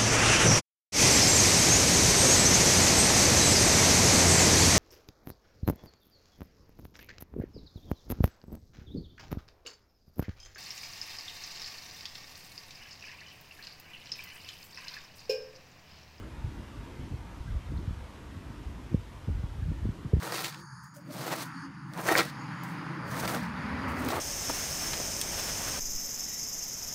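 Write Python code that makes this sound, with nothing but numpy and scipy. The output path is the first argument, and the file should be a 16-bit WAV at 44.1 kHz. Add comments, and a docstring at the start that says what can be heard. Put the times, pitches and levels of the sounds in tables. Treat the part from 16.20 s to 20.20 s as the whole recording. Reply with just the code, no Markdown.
"""Distant traffic, a steady rumble and tyre hiss, heard from a quiet parking lot.
Close up, a light breeze buffets the microphone in short, low gusts. Handling and single
puffs of air thud softly through it, and the two hardest bumps also knock hollowly.
From across the lot come one faint squeak and one tick."""
import sys
import numpy as np
from scipy import signal
from scipy.fft import rfft, irfft
from scipy.io import wavfile
from scipy.ndimage import uniform_filter1d

SR = 44100
rng = np.random.default_rng(int(sys.argv[2]) if len(sys.argv) > 2 else 0)


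def transcribe(signal):
    """Save signal, clipped to [-1, 1], as a 16-bit WAV file at the path in sys.argv[1]."""
    frames = np.atleast_2d(signal).T
    limited = np.clip(frames, -1, 1)
    pcm = np.round(limited * 32767).astype(np.int16)
    wavfile.write(sys.argv[1], SR, pcm)


N = 176400

# The far traffic's spectrum at the microphone. Each row: frequency in Hz, relative level in dB.
TRAFFIC_SPECTRUM = [(12, -34), (20, -10), (70, 2.5), (182, -4.5), (281, -3.5), (401, -12.5), (485, -14.5),
                    (711, -16), (771, -18), (934, -15), (1160, -17.5), (2060, -22), (2560, -24),
                    (3360, -26), (4420, -30.5), (5060, -31), (13500, -43)]
# Its slow swell. Each row: time in seconds, then gains in dB for engine rumble, road roar, tyre hiss.
TRAFFIC_SWELL = [(0, 2, 2.5, -1), (.35, 0, -1.5, 0.6), (.8, 3.5, -1, 1), (1.02, -1.5, 0, -0.7),
                 (1.3, -1.5, 1.5, .5), (1.58, -0.5, 2, -0.3), (1.88, -6, 4.5, 0.2), (2.1, 2.5, 0, -0.5),
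                 (2.62, 0, 0.5, -0.5), (2.85, -1.5, -2, -0.5), (3.2, -2.5, -2, -1), (3.55, 0.5, 0.5, -1),
                 (4, 2, -0.5, -1)]
# The tyres' song, a hump in that spectrum. Each row: centre in Hz, width in Hz, lift in dB.
TYRE_SONG = [(926, 15, 3.5)]
# Gusts on the microphone. Each row: start in seconds, length in seconds, level in dB, top corner in Hz.
MIC_GUSTS = [(0.177, 0.05, -42.5, 75), (0.236, 0.056, -32.5, 96), (0.349, 0.071, -44.5, 69),
             (0.568, 0.067, -40.5, 86), (.785, 0.06, -40.5, 93.5), (0.9, 0.058, -38.5, 161),
             (1.203, 0.019, -34.5, 84), (1.251, 0.11, -35.5, 103), (1.327, 0.063, -32.5, 71.6),
             (1.411, 0.13, -40, 71.5), (1.491, 0.075, -37.5, 153), (1.542, 0.067, -35.5, 89),
             (1.605, 0.062, -41, 111), (1.693, 0.07, -36.5, 85), (1.748, 0.093, -41, 69.6),
             (2.153, 0.032, -41, 150), (2.295, 0.027, -42.5, 160), (2.449, 0.071, -40.5, 80),
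             (2.708, 0.029, -37, 276), (2.766, 0.044, -38, 90), (3.073, 0.065, -33, 125),
             (3.141, 0.055, -32, 80), (3.222, 0.05, -35.5, 92), (3.282, 0.12, -44.5, 80),
             (3.375, 0.098, -44, 97), (3.457, 0.083, -36, 130), (3.553, 0.05, -40.5, 80),
             (3.611, 0.11, -33.5, 108), (3.85, 0.023, -33, 108), (3.946, 0.071, -28.5, 100)]
# Bumps on the microphone. Each row: start in seconds, peak in dB, bottom and top corners in Hz.
MIC_BUMPS = [(0.245, -26, 56, 104), (.934, -28, 67, 135), (1.349, -25, 51, 112), (1.52, -31, 187, 254),
             (1.586, -31, 80, 181), (1.675, -23.5, 61, 109), (1.707, -34, 130, 218), (2.46, -32, 50.4, 76),
             (2.7434, -12.5, 67.7, 218), (3.08, -26.5, 85, 191), (3.089, -31.5, 170, 465),
             (3.097, -27, 52, 95), (3.189, -29, 52, 84.4), (3.236, -27, 60, 177), (3.386, -25, 55, 100),
             (3.421, -24.5, 58, 108), (3.455, -29, 50, 95), (3.483, -25.5, 85, 161), (3.493, -31, 60, 118),
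             (3.516, -31.5, 130, 274), (3.627, -27.5, 48, 80), (3.654, -23, 96, 314),
             (3.661, -24.5, 70, 130), (3.689, -22.5, 79, 193), (3.847, -30, 128, 258),
             (3.9337, -12, 58, 135), (3.944, -24.5, 42, 95), (3.967, -23.5, 90, 296)]
# A far squeak, then a tick. Each row: start and length in seconds, level in dB, centre and width in Hz.
FAR_RINGS = [(1.266, 0.038, -58, 1600, 110), (1.566, 0.02, -62.5, 4150, 700)]
# Hollow knocks. Each row: start in seconds, peak in dB, pitch in Hz, rise time in seconds.
CASE_KNOCKS = [(2.7428, -31, 493, 0.0027), (3.9309, -23.5, 418, 0.0039)]

TRAFFIC_DB, TRAFFIC_LOW_HZ = -46, 42.7
RUMBLE_BELOW_HZ, ROAR_BELOW_HZ, SWELL_BELOW_HZ = 470, 1000, 5000  # the hiss above these stays even
PATCH_DB, PATCH_S, PATCH_HZ = 2.13, 0.12, 170  # depth, length and width of the traffic's patches
BREEZE_DB, BREEZE_HZ, BREEZE_SWING_DB = -47.5, 72.4, -1.5
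GUST_RISE_S, GUST_FALL_S, GUST_TAIL_S = 0.0117, 0.018, 0.021  # the tail runs on past a gust's length
EDDY_FILTER_ORDER = 3.38
MIC_LOW_HZ, RECORDER_TOP_HZ = 46, 13900


def amp(db):
    """Decibels to gain."""
    return 10 ** (np.asarray(db) / 20)


def unit(x):
    """Scales to rms 1."""
    return x / np.sqrt(np.mean(x ** 2) + 1e-20)


def read_spectrum(points, hz):
    """Interpolates a spectrum along a log-frequency axis."""
    f, value = np.transpose(points)
    return np.interp(np.log(hz + 1), np.log(f + 1), value)


def add(mix, start, sound):
    """Mixes a sound in at a start time in seconds."""
    part = mix[max(round(start * SR), 0):][:len(sound)]
    part += sound[:len(part)]


def drift(rate_hz):
    """A slow random wander of rms 1."""
    hz = np.fft.rfftfreq(N, 1 / SR)
    return unit(irfft(rfft(rng.standard_normal(N)) * np.exp(-(hz / rate_hz) ** 2), N))


def bass_limit(hz, corner_hz):
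    """Gain of a steep high-pass."""
    return 1 / np.sqrt(1 + (corner_hz / (hz + 1)) ** 12)


def traffic():
    """Far off, engines and tyres merge into one wash that swells slowly, in faint drifting patches."""
    size, hop = 2048, 512
    frames, hz = N // hop + 5, np.fft.rfftfreq(size, 1 / SR)
    t = np.arange(frames)[:, None] * hop / SR
    real, imag, patches = rng.standard_normal((3, frames, len(hz)))
    patches = uniform_filter1d(patches, round(PATCH_S * SR / hop), axis=0)
    patches = unit(uniform_filter1d(patches, round(PATCH_HZ * size / SR), axis=1))
    rumble_band = 1 / (1 + (hz / RUMBLE_BELOW_HZ) ** 6)
    roar_band = 1 / (1 + (hz / ROAR_BELOW_HZ) ** 4)
    swell_band = 1 / (1 + (hz / SWELL_BELOW_HZ) ** 2)
    times, engines, road, tyres = np.transpose(TRAFFIC_SWELL)
    wash_db = roar_band * np.interp(t, times, road) + (1 - roar_band) * np.interp(t, times, tyres)
    swell_db = rumble_band * np.interp(t, times, engines) + (1 - rumble_band) * wash_db * swell_band
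    song_db = sum(db * np.exp(-((hz - centre) / width) ** 2) for centre, width, db in TYRE_SONG)
    shape_db = read_spectrum(TRAFFIC_SPECTRUM, hz) + song_db + swell_db + PATCH_DB * patches * swell_band
    spectra = (real + 1j * imag) * bass_limit(hz, TRAFFIC_LOW_HZ) * amp(shape_db)
    _, wash = signal.istft(spectra.T, nperseg=size, noverlap=size - hop)
    return amp(TRAFFIC_DB) * unit(wash[:N])


def eddies(corner_hz, size):
    """Turbulent pressure: a band between the microphone's bass limit and the eddies' own corner."""
    hz = np.fft.rfftfreq(size, 1 / SR)
    rolloff = 1 / np.sqrt(1 + (hz / corner_hz) ** (2 * EDDY_FILTER_ORDER))
    phases = np.exp(2j * np.pi * rng.random(len(hz)))
    return unit(irfft(bass_limit(hz, MIC_LOW_HZ) * rolloff * phases, size))


def wind():
    """Right on the microphone, a faint lumpy breeze, with gusts that rise, hold and die away."""
    breeze = eddies(BREEZE_HZ, size=N) * amp(BREEZE_SWING_DB * drift(rate_hz=2.0))
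    out = amp(BREEZE_DB) * unit(breeze)
    for start, length, db, corner_hz in MIC_GUSTS:
        t = np.arange(0, length + GUST_TAIL_S, 1 / SR)
        rise = np.minimum(t / GUST_RISE_S, 1)
        fall = np.clip((t[-1] - t) / (GUST_FALL_S + GUST_TAIL_S), 0, 1) ** 2
        gust = unit(rise * fall * eddies(corner_hz, size=16384)[:len(t)])
        add(out, start, amp(db) * np.sqrt(length / t[-1]) * gust)  # the tail adds no energy
    return out


def bumps():
    """A hand or a puff of air pushes the microphone once; losing the deep bass leaves a swing back."""
    out = np.zeros(N)
    for start, db, low_hz, high_hz in MIC_BUMPS:
        bass_cut = signal.butter(4, low_hz, "highpass", fs=SR, output="sos")
        treble_cut = signal.butter(4, high_hz, fs=SR, output="sos")
        thud = signal.sosfilt(np.vstack([treble_cut, bass_cut]), signal.unit_impulse(SR // 10))
        add(out, start, amp(db) * thud / abs(thud).max())
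    return out


def squeak_and_tick():
    """From across the lot, brief narrow rings swell and fade, blurred by distance."""
    out, hz = np.zeros(N), np.fft.rfftfreq(SR, 1 / SR)
    for start, length, db, centre_hz, width_hz in FAR_RINGS:
        band = np.exp(-((hz - centre_hz) / width_hz) ** 2)
        ring = irfft(band * np.exp(2j * np.pi * rng.random(len(hz))), SR)
        envelope = np.hanning(round(length * SR))
        add(out, start, amp(db) * unit(envelope * ring[:len(envelope)]))
    return out


def knocks():
    """At the hardest bumps a case, probably the camera's, rings for a few cycles, damped by the hand."""
    out, t = np.zeros(N), np.arange(SR // 10) / SR
    for start, db, hz, rise_s in CASE_KNOCKS:
        envelope = (t / rise_s * np.exp(1 - t / rise_s)) ** 2
        add(out, start, amp(db) * envelope * np.sin(2 * np.pi * hz * t))
    return out


def scene():
    """One hand-held microphone in the lot: the far sounds, then wind and handling up close."""
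    return (traffic() + squeak_and_tick() + wind() + bumps() + knocks())[None]


def record(dry):
    """The recorder cuts off the highest treble."""
    lowpass = signal.firwin(511, RECORDER_TOP_HZ, window=("kaiser", 9), fs=SR)
    return signal.oaconvolve(dry, lowpass[None], "same")


dry = scene()
out = record(dry)
transcribe(out)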